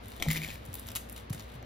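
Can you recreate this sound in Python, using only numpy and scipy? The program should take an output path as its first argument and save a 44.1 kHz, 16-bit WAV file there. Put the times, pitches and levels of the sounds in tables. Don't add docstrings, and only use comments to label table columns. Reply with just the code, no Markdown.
import sys
import numpy as np
from scipy import signal
from scipy.fft import rfft, irfft, next_fast_len
from scipy.io import wavfile

SR = 44100
rng = np.random.default_rng(int(sys.argv[2]) if len(sys.argv) > 2 else 0)


def unload_wav(signal):
    wavfile.write(
        sys.argv[1],
        SR,
        np.round(np.clip(np.atleast_2d(signal).T, -1, 1) * 32767).astype(np.int16),
    )


N = 72765
T = np.arange(N) / SR
SIZE = 2 * next_fast_len(N)
HZ = np.fft.rfftfreq(SIZE, 1 / SR)
SAMPLES_PER_MS = SR / 1000


def amp(db):
    return 10 ** (np.asarray(db) / 20)


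def unit(x):
    return x / np.sqrt(np.mean(x ** 2) + 1e-20)


def along(points, hz=HZ):
    f, v = np.transpose(points)
    return np.interp(np.log(hz + 1), np.log(f + 1), v)


def filtered(x, response):
    return irfft(rfft(x, SIZE) * response, SIZE)[..., :N]


def colour(points):
    cepstrum = irfft(np.log(amp(along(points))))
    cepstrum[1:SIZE // 2] *= 2
    cepstrum[SIZE // 2 + 1:] = 0
    return unit(np.exp(rfft(cepstrum)))


def decay(t, t60):
    return np.exp(-np.log(1000) * t / t60)


def fade(start_s, t60):
    return (T >= start_s) * decay(np.maximum(T - start_s, 0), t60)


def clicks(rows, t60, rough):
    out, t = np.zeros(N + SR), np.arange(SR // 20) / SR
    rough = np.clip(rough, 0, 1)
    for s, db in rows:
        burst = rng.standard_normal(len(t)) * decay(t, t60)
        burst *= np.sqrt(rough) / np.linalg.norm(burst)
        burst[0] = np.sqrt(1 - rough)
        out[round(s * SR):][:len(t)] += amp(db) * burst * np.sqrt(SAMPLES_PER_MS)
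    return out[:N]


def grains(per_s, spread_db):
    hits = rng.random(N) < per_s / SR
    signs = rng.choice([-1, 1], N)
    sizes = amp(spread_db * np.minimum(rng.exponential(size=N), 3))
    return unit(hits * signs * sizes)


def skin(snap_db=1, rustle_db=-1, flutter_t60_s=0.0029, split_hz=6500):
    # (time [s], rel. level [dB], treble over low band [dB])
    snap_rows = [(0.0579, -46, 1.5), (0.0834, -42.5, 18), (.105, -48, 20), (0.1186, -42.5, 0),
                 (0.126, -47, -11), (.1651, -46, 9), (.268, -57, 6), (0.2893, -34, 4), (.3134, -22.5, 7),
                 (.3201, -37, -16), (0.3311, -30.5, 17), (0.339, -34, 7), (.3765, -31, 0.5),
                 (0.4593, -50, -3), (.4781, -40, -1), (.5309, -49, 9), (0.5427, -38, 14), (.6528, -43, 16),
                 (0.6625, -44.5, 23), (.7303, -42.5, -1), (0.739, -40, 7), (.7416, -29, 18),
                 (0.7536, -31.5, 9), (.7743, -57, 4), (0.7893, -54, 13), (0.7962, -33.5, 18),
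                 (0.8696, -38, 28), (0.8782, -41, 0), (.8875, -35, 1), (0.9041, -39.5, -2),
                 (0.9172, -37, 5), (.9702, -34.5, -10), (1.0898, -46, 10), (1.0974, -35.5, 10.5),
                 (1.1219, -44, 18), (1.127, -37.5, 26), (1.1633, -37, -4), (1.1787, -41, 2),
                 (1.1992, -47, 2), (1.2986, -42, 1), (1.3028, -40, 1), (1.3303, -40, -14),
                 (1.3473, -37.5, 1), (1.3788, -44, -18), (1.3962, -38, -3), (1.406, -42, -10.5)]
    # (start [s], rel. level [dB], t60 [s])
    rip_rows = [(0.9522, -32.5, 0.035), (0.958, -27.5, .045), (.9645, -32.5, 0.022), (1.328, -42, .12)]
    # (time [s], rel. level [dB])
    rustle_levels = [(0, -70), (.05, -59.5), (.12, -55), (.25, -51.5), (.29, -45.5), (.38, -42), (.40, -64),
                     (.45, -55), (.53, -51.5), (.6, -70), (.66, -55), (.72, -61.5), (.76, -51),
                     (.85, -56.5), (.885, -44), (.94, -64), (1.06, -67), (1.15, -65), (1.175, -45),
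                     (1.23, -66), (1.29, -85), (1.35, -64), (1.41, -50), (1.46, -62), (1.55, -56.5),
                     (1.6, -78)]
    # (frequency [Hz], rel. level [dB])
    skin_colour = [(100, -9.5), (500, -12.5), (900, -4.5), (2000, -3.5), (3500, -2.5), (5500, -4.5),
                   (7500, 2), (9500, 1.5), (12500, -2.5), (14500, -2), (16000, -2.5)]

    treble = 1 / (1 + (split_hz / np.maximum(HZ, 1)) ** 4)
    dull_rows = [(s, db - 10 * np.log10(1 + amp(2 * tilt))) for s, db, tilt in snap_rows]
    bright_rows = [(s, db - 10 * np.log10(1 + amp(-2 * tilt))) for s, db, tilt in snap_rows]
    dull = filtered(clicks(dull_rows, t60=0.013, rough=0.99), unit(1 - treble))
    bright = filtered(clicks(bright_rows, t60=0.007, rough=0.79), unit(treble))
    snaps = amp(snap_db) * (dull + bright)

    flake = rng.standard_normal(N) * fade(0, flutter_t60_s)
    fractures = grains(per_s=650, spread_db=4)
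    crackle = unit(signal.fftconvolve(fractures, flake[:SR // 20])[:N])
    rustle = crackle * amp(rustle_db + np.interp(T, *np.transpose(rustle_levels)))

    rip_envelope = sum(amp(db) * fade(s, t60) for s, db, t60 in rip_rows)
    rips = grains(per_s=3000, spread_db=2.5) * rip_envelope
    return filtered(snaps + rustle + rips, colour(skin_colour))


def bowl(rattle_db=2, ring_t60_s=0.012, crack_db=-7, crack_t60_s=0.011, rise_s=0.00042):
    # (time [s], rel. level [dB], main ring [Hz])
    rattle_rows = [(0.2851, -29, 1990), (0.293, -41.5, 2060), (.3035, -26.5, 2120), (0.307, -31, 2180),
                   (0.3104, -25.5, 2093), (.3195, -32, 2180), (.3321, -35.5, 2100), (.3483, -44, 2180),
                   (0.3589, -29.5, 2000), (.3657, -30.5, 2400), (0.371, -34, 2390), (.376, -36, 2300),
                   (.382, -50, 2480), (0.4174, -34, 2200), (.427, -37, 2360), (0.4338, -32.5, 2480),
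                   (0.4408, -39, 2500), (0.446, -32, 2280), (.4868, -55, 2500), (0.4941, -40, 2550),
                   (0.5032, -35.5, 2500), (0.51, -48, 2430), (0.556, -41.5, 2350)]
    # (frequency [Hz], mean level re main ring [dB], t60 [s])
    high_modes = [(2920, -18, 0.0067), (3180, -13.5, 0.0069), (3900, -11, 0.0039), (4060, -10, 0.0064),
                  (4600, -30, 0.004), (7110, -5.5, 0.0083)]
    # (time [s], rel. level [dB])
    scrape_levels = [(.27, -73), (.305, -46), (.37, -44), (.40, -56.5), (.435, -46.5), (.5, -49.5),
                     (.58, -60.5), (.62, -94)]
    # (frequency [Hz], rel. level [dB])
    rubbing_colour = [(300, 0.5), (1000, -32.5), (1550, -2), (1900, 4), (2450, -8.5), (2900, -4),
                      (3700, -8), (5000, -8), (8000, -10.5), (16000, -10.5)]

    out, t = np.zeros(N + SR), np.arange(SR // 20) / SR
    for s, db, hz in rattle_rows:
        ring = np.sin(2 * np.pi * hz * t) * decay(t, ring_t60_s)
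        ring += amp(crack_db) * rng.standard_normal(len(t)) * decay(t, crack_t60_s)
        for mode_hz, level_db, t60 in high_modes:
            gain = amp(level_db + 2 * rng.standard_normal())
            ring += gain * np.sin(2 * np.pi * (mode_hz * t + rng.random())) * decay(t, t60)
        ring *= 1 - np.exp(-t / rise_s)
        ring /= np.linalg.norm(ring)
        out[round(s * SR):][:len(t)] += amp(db + rattle_db) * ring * np.sqrt(SAMPLES_PER_MS)
    rubbing = grains(per_s=700, spread_db=4.5) * amp(np.interp(T, *np.transpose(scrape_levels)))
    return out[:N] + filtered(rubbing, colour(rubbing_colour))


def bump(start_s=0.266, rise_s=0.008, level_db=-24.5):
    # (frequency [Hz], rel. level [dB], t60 [s])
    low_modes = [(150.9, -0.5, 0.34), (156.9, -1.5, 0.63), (221, -8.5, 0.41)]
    age = np.maximum(T - start_s, 0)
    hum = sum(amp(db) * fade(start_s, t60) * np.sin(2 * np.pi * hz * age) for hz, db, t60 in low_modes)
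    return amp(level_db) * hum * (1 - np.exp(-age / rise_s))


def taps(wood_db=3, ring_db=-3, crack_db=-2):
    # (time [s], rel. level [dB], knock offset before wood_db [dB])
    tap_rows = [(.198, -54, 5), (0.2005, -44.5, -4.5), (0.2062, -49, 2.5), (0.2151, -50, 6.5),
                (.225, -30.5, -34), (0.224, -30.5, -30), (.2267, -32, -16), (0.2307, -44, -9),
                (0.2342, -40.5, -7.5), (0.2478, -60, 7), (.253, -55.5, 2), (0.257, -46.5, 9.5),
                (0.264, -52.5, 15), (.359, -45, 1), (0.4873, -41, -1), (1.6275, -53, 7)]
    # (frequency [Hz], rel. level [dB], t60 [s])
    ring_modes = [(2368, -4.5, 0.0084), (2690, -6, 0.0067), (3400, 5, 0.0062)]
    # (frequency [Hz], rel. level [dB])
    crack_colour = [(100, -40), (700, -30), (1500, -3.5), (2500, 3.5), (3700, 16), (4600, 7), (7500, 10),
                    (10500, -2), (13500, 5.5), (16000, -9.5)]
    # (frequency [Hz], rel. 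level [dB])
    wood_colour = [(60, -3.5), (200, -0.5), (300, -2), (480, -7), (750, -4.5), (1100, -20.5), (3000, -36.5),
                   (16000, -70)]

    crack = clicks([(s, db) for s, db, low_db in tap_rows], t60=0.008, rough=0.6)
    knock = clicks([(s, db + low_db) for s, db, low_db in tap_rows], t60=0.025, rough=0.6)
    ring = sum(amp(db) * fade(0, t60) * np.sin(2 * np.pi * hz * T) for hz, db, t60 in ring_modes)
    body = amp(crack_db) * colour(crack_colour) + amp(ring_db) * unit(rfft(ring, SIZE))
    return filtered(crack, body) + amp(wood_db) * filtered(knock, colour(wood_colour))


def board(rise_s=0.0046, sag_share=1.76, sag_s=0.0052):
    # (time [s], level [dB], final pitch [Hz], t60 [s])
    knock_rows = [(0.272, -24.5, 63, 0.12), (0.682, -35.5, 88.7, 0.36), (1.3032, -17, 97, 0.06),
                  (1.346, -25.5, 98, 0.055), (1.55, -39, 114, 0.33)]
    out = np.zeros(N)
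    for s, db, hz, t60 in knock_rows:
        age = np.maximum(T - s, 0)
        turns = hz * (age + sag_share * sag_s * (1 - np.exp(-age / sag_s)))
        rise = 1 - np.exp(-(age / rise_s) ** 2)
        out -= amp(db) * fade(s, t60) * rise * np.sin(2 * np.pi * turns)
    return out


def counter(x, t60_s=0.015):
    echoes = (rng.standard_normal((2, N)) * fade(0.00075, t60_s))[:, :SR // 10]
    return signal.fftconvolve(x[None], echoes / np.linalg.norm(echoes[0]), axes=1)[:, :N]


def kitchen(x, apart=0.4):
    # (frequency [Hz], t60 [s])
    room_t60 = [(150, 0.9), (1000, 0.29), (4000, 0.31), (14000, 0.27)]
    hz, t, spectra = signal.stft(rng.standard_normal((3, SR // 2)), SR, nperseg=256)
    parts = signal.istft(spectra * decay(t, along(room_t60, hz)[:, None]), SR, nperseg=256)[1]
    tail = parts[0] + apart * parts[1:]
    tail = np.pad(tail / np.linalg.norm(tail[0]), ((0, 0), (SR // 300, 0)))
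    return signal.fftconvolve(x[None], tail, axes=1)[:, :N]


def background(air_db=-47.5, hum_hz=59.43, hum_db=-53):
    # (frequency [Hz], rel. level [dB])
    air_colour = [(25, -25), (45, -13.5), (65, -5), (110, -0.5), (160, -17), (220, -5.5), (320, -14.5),
                  (550, -12), (900, -17.5), (2000, -22.5), (4000, -30.5), (7000, -44), (10000, -83.5),
                  (16000, -52)]
    # (frequency [Hz], correlation [-1..1])
    air_alike = [(100, 0.99), (250, 0.77), (600, -0.4), (1300, -0.4), (2800, 0.38), (7000, -0.25)]
    turn = np.arccos(np.clip(along(air_alike), -1, 1)) / 2
    mid_side = amp(along(air_colour)) * np.array([np.cos(turn), np.sin(turn)])
    mid, side = filtered(rng.standard_normal((2, N)), mid_side)
    air = unit(np.array([mid + side, mid - side]))
    hum = unit(np.sin(2 * np.pi * hum_hz * T))
    return amp(air_db) * air + amp(hum_db) * hum


def scene(room_db=-8, early_db=-11, thud_room_db=-22):
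    # (frequency [Hz], left lead [rad])
    port_phase = [(100, 0), (1100, .6), (1550, 1.8), (1850, .3), (2700, 1.2), (3900, .4), (4700, .3),
                  (6400, -1.3), (7500, -2.3), (8100, -3), (9000, -3.3), (9700, -4.1), (11000, -6),
                  (13300, -6.5), (14200, -7.6), (15000, -8.9), (15800, -9.4)]
    # (frequency [Hz], left over right [dB]); the background gets half
    port_tilt = [(150, 0), (500, 6.5), (1400, 0), (2400, 3.5), (4000, 9.5), (7000, 0.5), (10000, 1)]

    crisp = skin() + bowl() + taps()
    thuds = board() + bump()
    early = amp(early_db) * counter(crisp)
    room = kitchen(amp(room_db) * crisp + amp(thud_room_db) * thuds)
    sound = crisp + thuds + early + room

    sides = np.array([[.5], [-.5]])
    tilt_db = sides * along(port_tilt)
    ports = amp(tilt_db) * np.exp(1j * sides * along(port_phase))
    return filtered(sound, ports) + filtered(background(), amp(tilt_db / 2))


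def record(dry, top_hz=15850):
    return filtered(dry, 1 / (1 + (HZ / top_hz) ** 120))


dry = scene()
out = record(dry)
unload_wav(out)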